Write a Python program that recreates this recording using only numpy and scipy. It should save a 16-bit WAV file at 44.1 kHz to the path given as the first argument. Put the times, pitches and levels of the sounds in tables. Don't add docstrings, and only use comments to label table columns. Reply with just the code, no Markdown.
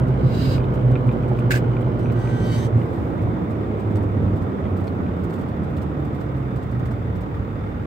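import sys
import numpy as np
from scipy import signal
from scipy.fft import rfft, irfft
from scipy.io import wavfile
from scipy.ndimage import uniform_filter1d

SR = 44100
rng = np.random.default_rng(int(sys.argv[2]) if len(sys.argv) > 2 else 0)


def materialize(psi):
    bounded = np.clip(np.atleast_2d(psi).T, -1, 1)
    quanta = np.round(bounded * 32767).astype(np.int16)
    wavfile.write(sys.argv[1], SR, quanta)


def ratio(d):
    e = np.asarray(d, float) / 20
    return 10 ** e


N = 346626

# [t/s, tread pitch f/Hz]
SPEED = [(0, 127.5), (.6, 127.5), (1, 124.5), (1.6, 121), (2.8, 115.5), (3.3, 110), (3.9, 104), (4.7, 95),
         (5, 91), (5.25, 86), (5.6, 76.5), (5.95, 73.5), (6.4, 64.5), (6.85, 60), (7.45, 52), (7.86, 48.3)]
# [t/s, length/s, level/dB]
PATCHES = [(0.046, 0.15, 6.5), (0.261, 0.034, 11.5), (0.612, 0.16, 7.5), (0.891, .08, 11.5),
           (1.08, 0.044, 12), (1.287, .05, 4), (1.565, 0.16, 8), (1.894, 0.11, 7), (2.06, 0.055, 5),
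           (0.432, .05, 1.5), (1.397, .06, 0.5), (4.503, .06, 1.5), (6.7, .05, 1), (2.252, 0.21, 5.5),
           (2.561, 0.079, 7.5), (2.766, 0.036, 13.5), (2.93, .07, 3), (3.282, .06, 3.5), (3.931, 0.11, 9),
           (4.278, 0.12, 7.5), (4.72, 0.074, 9), (4.983, 0.1, 4.5), (5.21, 0.1, 8.5), (5.629, 0.082, 10.5),
           (5.939, 0.13, 11), (6.474, 0.13, 7.5), (6.857, 0.16, 5), (7.408, 0.028, 12.5)]
# [t/s, level/dB]
JOLTS = [(0.219, 6.5), (.36, 6), (.52, 7), (1.2, 2), (2.32, 2), (2.761, 3), (3.26, 4), (4.24, 7),
         (4.7, 2.5), (4.99, 5), (5.5, 1), (5.91, -2), (6.06, 1), (6.42, -1), (6.85, 2), (7.14, 3),
         (7.35, 2)]
# [f/Hz, level/dB per Hz]
ROAR = [(24, -37), (40, -35), (65, -3.5), (91, 1), (209, -4.5), (377, -9.5), (449, -14), (912, -20),
        (1230, -21.5), (1750, -32.5), (2170, -34), (2800, -42.5), (3610, -45.5), (4400, -55), (5720, -87),
        (9680, -120)]
# [f/Hz, level/dB per Hz]
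HISS = [(4700, -52.5), (5200, -55), (5500, -58.5), (8600, -59), (9100, -67), (13000, -65.5), (13600, -59.5),
        (15800, -52.5)]
# [f/Hz, likeness -1 to 1]
LIKENESS = [(60, 0.76), (99, 0.96), (160, 0.83), (270, 0.72), (450, 0.86), (740, 0.073), (1220, -0.62),
            (2010, 0.22), (3330, -0.13), (5500, -0.071), (9080, -0.04), (15000, -0.5)]
# [f/Hz, left minus right level/dB]
LEAN = [(60, -1), (180, -2.5), (550, -5.5), (1650, -1.5), (4970, -1.5), (15000, 2.5)]
# [multiple of tread pitch, level/dB at full speed]
TREAD_TOP = [(3, -36.5), (4, -38.5), (5, -44)]
# [f/Hz, level/dB]
BOOM = [(50, 3.5), (80, -7), (97, 3.5), (110, 0), (120, 5), (150, 0.5), (200, -2.5), (240, -4.5)]

# [t/s, firings per second f/Hz, share in gear 0-1]
ENGINE = [
    (0, 57.6, 1),
    (1.2, 55.4, 1),
    (2.4, 53, 1),
    (2.7, 47, .5),
    (3.1, 38.5, 0),
    (3.5, 37.25, 0),
    (7.86, 37.25, 0),
]
# [crank order in thirds of the firing rate, level/dB in gear, level/dB at idle]
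ORDERS = [(3, -30, -50), (6, -42, -39), (9, -36, -45), (12, -38, -43), (15, -48, -42), (16, -55, -40),
          (18, -46, -39), (21, -48, -44), (24, -48, -36.5), (27, -50, -45), (33, -52, -48),
          (36, -52, -42.5)]
# [f/Hz, width/Hz, level/dB]
BLOCK = [(500, 133, -41.5), (730, 540, -53.5), (1210, 360, -48.5), (2020, 200, -60.5), (4940, 130, -85)]
# [f/Hz, width/Hz, level/dB in gear]
GEARBOX = [(1410, 120, -52), (2980, 390, -58), (3800, 370, -70.5)]
# [f/Hz, width/Hz, level/dB at idle]
INJECTOR = [(1890, 94, -56), (3350, 250, -71), (3540, 58, -67)]

# [t/s, level/dB]
RUSTLES = [(.908, -48), (1.118, -50.5), (1.225, -54), (1.278, -48), (1.3605, -51), (1.807, -50),
           (2.1126, -46.5), (3.5, -47), (3.908, -53), (4.0228, -51), (4.413, -51), (4.7968, -50),
           (4.836, -52), (4.869, -49), (5.295, -47.5), (5.3294, -43.5), (5.4087, -51), (5.4796, -52),
           (5.6325, -52), (5.7648, -45), (5.815, -46), (6.045, -51), (6.144, -48), (6.3619, -54),
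           (6.5565, -48), (6.6233, -50.5), (6.71, -52), (6.793, -52), (6.854, -45), (7.1535, -50),
           (0.077, -49), (.735, -46.5), (1.066, -49), (1.383, -47), (1.7486, -60), (1.988, -45.5),
        (3.214, -49), (3.794, -49), (3.954, -44.5), (4.3594, -51), (4.765, -46), (5.235, -47.5),
        (5.355, -49), (5.385, -49), (5.6955, -55), (6.0, -56), (6.2034, -47), (6.9082, -47), (7.206, -48),
        (7.3407, -54)]
# [t/s, level/dB, length/s, left minus right level/dB]
SLEEVE = [
    (2.722, -54.5, 0.23, -5),
    (2.881, -56, 0.31, -3),
]
# [f/Hz, level/dB per Hz]
CLOTH = [(2500, 7.5), (4500, 4), (6000, -2.5), (8600, 2), (9200, -6.5), (13000, -5), (13700, 3),
         (15800, -11)]
# [t/s, level/dB, f/Hz, upper ring level/dB, left minus right level/dB]
KNOCKS = [
    (.161, -32, 530, -8, -3.5),
    (.507, -30, 560, -8, -5),
    (.666, -30, 665, -8, -2.5),
    (0.904, -24, 520, -8, -5),
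    (1.16, -27, 525, -7, -9),
    (1.314, -25.5, 560, -3, -7),
    (1.322, -33, 560, -8, -7),
    (1.87, -30.5, 624, -3, -3),
    (3.271, -29, 696.7, -6, -3),
]
# [t/s, level/dB, f/Hz, upper ring level/dB, left minus right level/dB]
TICKS = [(0.5814, -36, 2400, -16, 8), (0.6051, -39, 2400, -18, -5), (0.6432, -40.5, 2520, -4, -5),
         (0.956, -32, 2460, -10, 2), (0.9618, -32, 2401, -20, -7), (1.092, -33, 2400, -14, -3),
         (1.1147, -40, 2470, -7, 4), (1.236, -41, 2440, -20, -6), (1.3898, -36.5, 2455, -13, 1),
         (1.7684, -33.5, 2370, -15, 3), (1.8163, -47, 2334, -21.5, 0), (2.059, -35, 2430, -19, 1),
         (2.1001, -39, 2420, -11, -6), (2.2423, -44, 2400, -10, 2), (2.275, -38, 2420, -18, -3),
         (2.8167, -38, 2050, -7, 3), (3.1946, -41, 2250, -15, 7), (4.657, -41, 2000, -16, -5),
         (5.0653, -41, 2390, -16, 6)]
# [t/s, level/dB, f/Hz, upper ring level/dB, left minus right level/dB]
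SNAPS = [
    (4.6424, -49, 3000, -20, 6),
    (4.655, -48, 3350, -22, 6),
    (4.665, -49, 3300, -20, 6),
    (4.88, -40.5, 4320, -15, 9),
    (4.8805, -47, 2400, -5, 6),
    (1.5168, -28, 4900, -9, -1),
]

# [t/s, rise/s, hold/s, fall/s, level/dB]
STROKES = [
    [(0.16, 0.293, 0.082, 0.078, -40)],
    [(1.503, 0.0059, 0.0086, 0.014, -28), (1.51, 0.013, .035, .045, -33.5)],
    [(2.13, 0.073, 0.38, 0.055, -55.5), (2.38, 0.22, 0.06, 0.028, -48)],
]
# [f/Hz, level/dB per Hz]
RUBS = [
    [(760, -34.5), (1300, -17.5), (1600, 2), (2100, -3.5), (2760, 1.5), (3440, -4.5), (4060, -5),
     (4900, -8), (5400, -14), (6040, -12.5), (8350, -11.5), (10300, -24), (12800, -13), (15800, -17.5)],
    [(1100, -43), (1400, -3.5), (2300, -5), (2800, -4), (3100, -10.5), (5000, -13), (5600, -17),
     (8300, -15), (9500, -24.5), (13000, -22.5), (15800, -18)],
    [(1060, -41), (1800, 2), (2360, -8), (2450, -11), (3160, -2.5), (3460, -11.5), (3860, -10), (5030, -16),
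     (6140, -6), (6910, -17), (8340, -7.5), (9160, -24), (11000, -18.5), (12400, -16), (13300, -27),
     (15800, -23)],
]
# [f/Hz, width/Hz, level/dB]
PEDAL_ARM = [(1580, 50, -12), (2200, 50, -14), (2830, 60, -8), (3200, 45, -10), (3910, 70, 2),
             (4180, 55, 1), (4500, 70, -2), (4790, 70, 5), (5100, 60, -6)]
# [t/s, level/dB, f/Hz, length/s]
SLIPS = [
    (1.5068, -13, 1640, .003),
    (1.5142, -13.5, 1600, .0026),
    (1.521, -21, 2250, .003),
    (1.5305, -25, 1600, .003),
    (1.5395, -16, 1620, .0045),
    (1.5582, -18, 1640, .003),
    (1.5665, -26, 1700, .004),
    (1.574, -28, 1620, .004),
]
# [t/s, level/dB]
PRESSURE = [
    (2.15, -12),
    (2.32, -6),
    (2.41, -5),
    (2.46, 0),
    (2.51, 2),
    (2.56, 4.5),
    (2.6, -5),
    (2.67, -6),
]
# [t/s, slips per second f/Hz]
SLIP_RATE = [
    (2.17, 388),
    (2.27, 385),
    (2.35, 388),
    (2.4, 385),
    (2.47, 388.5),
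    (2.515, 380),
    (2.54, 382.5),
    (2.58, 387.5),
    (2.67, 389),
]
# [multiple of the slip rate, level/dB]
SQUEAK_TONES = [(2, 6), (4, 10), (5, 2), (6, -4), (7, -10), (8, 6), (9, 0), (10, -1), (11, -7), (12, -2),
                (13, -13), (14, -6), (15, -10), (16, -8), (17, -17), (18, -15), (19, -14), (20, -11),
                (21, -12), (22, -12), (24, -22), (25, -22), (28, -26), (30, -24), (31, -24), (32, -17.5)]
# [start t/s, end t/s, f/Hz, level/dB]
WHISTLES = [(1.95, 2.06, 5200, -72), (1.96, 2.12, 5900, -67), (2.03, 2.11, 9200, -71.5),
            (1.98, 2.1, 8000, -74), (2.0, 2.09, 9100, -73), (2.49, 2.6, 2100, -52), (2.49, 2.58, 2290, -57),
            (2.57, 2.67, 3712, -53), (2.55, 2.67, 6200, -58), (2.57, 2.67, 6340, -59),
            (2.57, 2.67, 1800, -49), (2.5, 2.58, 4190, -58), (2.59, 2.67, 3300, -61)]


def evened(x):
    return x / np.sqrt(np.mean(x ** 2) + 1e-20)


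def read(points, hz):
    f, value = np.transpose(points)
    return np.interp(np.log(hz + 1), np.log(f + 1), value)


def columns(rows, t):
    s, *cols = np.transpose(rows)
    return [np.interp(t, s, c) for c in cols]


def add(mix, s, sound):
    part = mix[..., round(s * SR):][..., :sound.shape[-1]]
    part += sound[..., :part.shape[-1]]


def sides(pan_db):
    return ratio([[pan_db / 2], [-pan_db / 2]])


def resonate(x, hz, width):
    turn = np.exp(2j * np.pi * np.cumsum(hz * np.ones(len(x))) / SR)
    r = np.exp(-np.pi * width / SR)
    return 2 * (turn * signal.lfilter([1 - r], [1, -r], x / turn)).real


def coloured(points, same, streak_db=0):
    hz = np.fft.rfftfreq(N, 1 / SR)
    a, b = rfft(rng.standard_normal((2, N)))
    streaks = np.interp(hz, np.linspace(0, SR / 2, 340), rng.standard_normal(340))
    shape = ratio(read(points, hz) + streak_db * streaks) * (hz > points[0][0])
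    ears = np.array([a, same * a + np.sqrt(1 - same ** 2) * b])
    return evened(irfft(ears * shape, N))


def wander(count=14):
    return evened(np.interp(np.arange(N), np.linspace(0, N, count), rng.standard_normal(count)))


def cab(x, wet_db=-4):
    u = np.arange(3000) / SR
    tail = rng.standard_normal((2, 3000)) * ratio(-60 * u / 0.077) * (u > .002)
    tail /= np.linalg.norm(tail[0])
    return x + ratio(wet_db) * signal.oaconvolve(x, tail, axes=1)[:, :N]


def drive(t):
    hz = columns(SPEED, t)[0]
    coarse_db = sum(db * np.exp(-((t - s) / length) ** 2) for s, length, db in PATCHES)
    return hz, np.log10(hz / 125), coarse_db


def road():
    frames, hz = N // 256 + 5, np.fft.rfftfreq(2048, 1 / SR)
    t = np.arange(frames) * 256 / SR
    a, b, c, d, blotches = rng.standard_normal((frames, 1025, 5)).T
    blotches = evened(uniform_filter1d(uniform_filter1d(blotches, 14, 0), 12, 1))
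    same = np.clip(read(LIKENESS, hz), -1, 1)[:, None]
    left = a + 1j * b
    ears = np.array([left, same * left + np.sqrt(1 - same ** 2) * (c + 1j * d)])

    _, slower, coarse_db = drive(t)
    jolt_s = 0.094
    shake_db = 1.5 * slower + sum(db * np.exp(-((t - s) / jolt_s) ** 2) for s, db in JOLTS)
    roar_db = 22.2 * slower + 0.044 * coarse_db
    hiss_db = 6.2 * slower
    swings_db = [v - v.mean() for v in (shake_db, roar_db, hiss_db, 0.37 * hiss_db)]

    centres = np.log([80, 350, 1600, 7000])
    weights = [np.interp(np.log(hz + 1), centres, row) for row in np.eye(4)]
    level_db = sum(np.outer(w, v) for w, v in zip(weights, swings_db))
    level_db = level_db + read(ROAR[:-2] + HISS, hz)[:, None] + 0.85 * blotches
    lean_db = np.multiply.outer([.5, -.5], read(LEAN, hz))[..., None]
    ears *= ratio(level_db + lean_db)
    return ratio(-24) * evened(signal.istft(ears, nperseg=2048, noverlap=1792)[1][:, :N])


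def tread(t):
    hz, slower, coarse_db = drive(t)
    turns = np.cumsum(hz) / SR
    tone_db = -30.5 + 22 * slower + coarse_db + read(BOOM, hz)
    octave_db = -37 - 2.7 * slower + coarse_db + read(BOOM, 2 * hz)
    rows = [(1, tone_db, .35), (2, octave_db, .5)]  # multiple, dB, share of fuzz
    rows += [(k, db + 30 * slower, .8) for k, db in TREAD_TOP]
    out = np.zeros(N)
    for k, db, fuzz in rows:
        throb = 1 + .55 * np.cos(2 * np.pi * (turns / 9.5 + rng.random()))
        width = 12 * k
        skirt = resonate(rng.standard_normal(N), k * hz, width)
        skirt = evened(resonate(skirt, k * hz, width))
        tone = evened(throb * np.cos(2 * np.pi * (k * turns + rng.random())))
        out += ratio(db) * (np.sqrt(1 - fuzz ** 2) * tone + fuzz * skirt)
    return out


def engine(t):
    rate, gear = columns(ENGINE, t)
    unsteady = 1 + 0.00231 * evened(resonate(rng.standard_normal(N), 0, 1.46))
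    fires = np.cumsum(rate * unsteady) / SR
    tones = np.zeros(N)
    for k, gear_db, idle_db in ORDERS:
        db = gear * gear_db + (1 - gear) * idle_db + 1.2 * wander()
        tones += ratio(db) * np.cos(2 * np.pi * (k * fires / 3 + rng.random()))

    strength = ratio(1.5 * rng.standard_normal(500))[fires.astype(int)]
    knock = strength * np.exp(-(fires % 1) / .4) * rng.standard_normal((2, N))

    def ringing(rows):
        out = np.zeros((2, N))
        for f, width, db in rows:
            ring = [resonate(resonate(ear, f, width), f, width) for ear in knock]
            out += ratio(db) * evened(np.array(ring))
        return out

    clatter = ringing(BLOCK) + ringing(GEARBOX) * gear + ringing(INJECTOR) * ratio(-9 * gear)
    return tones, clatter


def rustles():
    puffs = np.zeros((2, N))
    rows = [(s, db, .025, -4.5) for s, db in RUSTLES]
    for s, db, length, pan_db in rows + SLEEVE:
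        v = np.arange(0, 2.5, 1 / (length * SR))
        swell = np.minimum(4 * v, 1) * np.exp(-v ** 3)
        add(puffs, s - .002, ratio(db - 10) * sides(pan_db) * swell)
    grain = ratio(3 * evened(uniform_filter1d(rng.standard_normal(N), 90)))
    return puffs * grain * coloured(CLOTH, 0.24)


def ticks():
    out, u = np.zeros((2, N)), np.arange(900) / SR
    for s, db, f, upper_db, pan_db in TICKS + SNAPS + KNOCKS:
        ring = np.sin(2 * np.pi * f * u)
        ring += ratio(upper_db) * np.sin(2 * np.pi * 1.44 * f * u)
        ring += ratio(-0.5) * np.sin(2 * np.pi * 0.56 * f * u)
        ring *= ratio(db + 5 - 60 * u * f / 34) * np.minimum(u * f / 1.2, 1)
        click = uniform_filter1d(uniform_filter1d(rng.standard_normal(40), 5), 3)
        ring[20:60] += ratio(db - 15) * min(f / 2400, 1) ** 2 * np.hanning(40) * click
        add(out, s - .001, ring * sides(pan_db))
    return out


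def push(t, start, rise, hold, fall, db):
    up = np.clip(1 - (t - start) / rise, 0, 1)
    down = np.clip((t - start - rise - hold) / fall, 0, 1)
    return (up < 1) * (down < 1) * ratio(db - 33 * (up ** 2 + down ** 2))


def pedal(t):
    out = np.zeros((2, N))
    ring_shares, streaks_db = (1.2, .02, .2), (2, 1, 2.5)
    for pushes, rub, ring_share, streak_db in zip(STROKES, RUBS, ring_shares, streaks_db):
        noise = coloured(rub, .1, streak_db)
        arm = np.zeros((2, N))
        for f, width, db in PEDAL_ARM:
            ring = [resonate(ear, f * (1 + .004 * wander(90)), width) for ear in noise]
            arm += ratio(db) * np.array(ring)
        force = sum(push(t, *row) for row in pushes)
        flicker = ratio(1 * wander(900))
        out += force * flicker * evened(noise + ring_share * evened(arm))
    out = cab(out) * sides(-1.6)
    ear_db, lag = np.array([[-1.2], [.8]]), np.array([[0], [1.9]])
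    for s, db, f, length in SLIPS:
        u = np.arange(0, 2.5, 1 / (length * SR))
        jerk = 2.3 * u * np.exp(-u ** 2) * np.sin(2 * np.pi * f * length * u + lag)
        add(out, s, ratio(db + ear_db) * jerk)
    return out


def squeak(t):
    hz = columns(SLIP_RATE, t)[0]
    press_db = columns(PRESSURE, t)[0]
    low_stop = np.clip((t - 2.58) / .04, 0, 1)
    low_db = -53.5 - 0.026 * press_db - 12 * low_stop
    high_db = -54 + press_db
    pressed = (t > PRESSURE[0][0]) & (t < PRESSURE[-1][0])
    on = uniform_filter1d(1. * pressed, 800)
    out = np.zeros((2, N))
    for k, db in SQUEAK_TONES:
        fuzz = evened(resonate(rng.standard_normal(N), k * hz, 0.94 * k))
        flutter_db = (.5 + .13 * k) * wander(140)
        lag = np.array([[0], [1.3 + .5 * np.sin(k)]])
        tone = np.cos(2 * np.pi * k * np.cumsum(hz) / SR + lag) + .25 * fuzz
        out += on * ratio((low_db if k < 7 else high_db) + db + flutter_db) * tone
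    for start, end, f, db in WHISTLES:
        count = round((end - start) * SR)
        whistle = evened(resonate(rng.standard_normal(9000), f, 40))[:count]
        add(out, start, ratio(db) * np.hanning(count) * whistle)
    return out


def scene():
    t = np.arange(N) / SR
    roar = road()
    hum = tread(t)
    tones, clatter = engine(t)
    hum = hum + tones
    late = np.pad(hum, (14, 0), "edge")[:N]
    hum = np.array([late, hum]) * ratio([[-1.1], [1]])
    return roar + hum + clatter + cab(rustles() + ticks(), wet_db=-9) + pedal(t) + squeak(t)


def low_pass(x):
    return signal.sosfilt(signal.butter(12, 15830, fs=SR, output="sos"), x)


def record(dry):
    x = np.pad(dry, ((0, 0), (511, 511)), "reflect")
    x = signal.sosfilt(signal.butter(3, 52, "high", fs=SR, output="sos"), x)
    x = 1.5 * np.tanh(x / 1.5)
    top = signal.firwin(1023, 15830, window=("kaiser", 10), fs=SR)
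    x = signal.oaconvolve(x, top[None], "valid")
    x *= np.minimum(np.arange(N, 0, -1) / 150, 1)
    return low_pass(x)


dry = scene()
out = record(dry)
materialize(out)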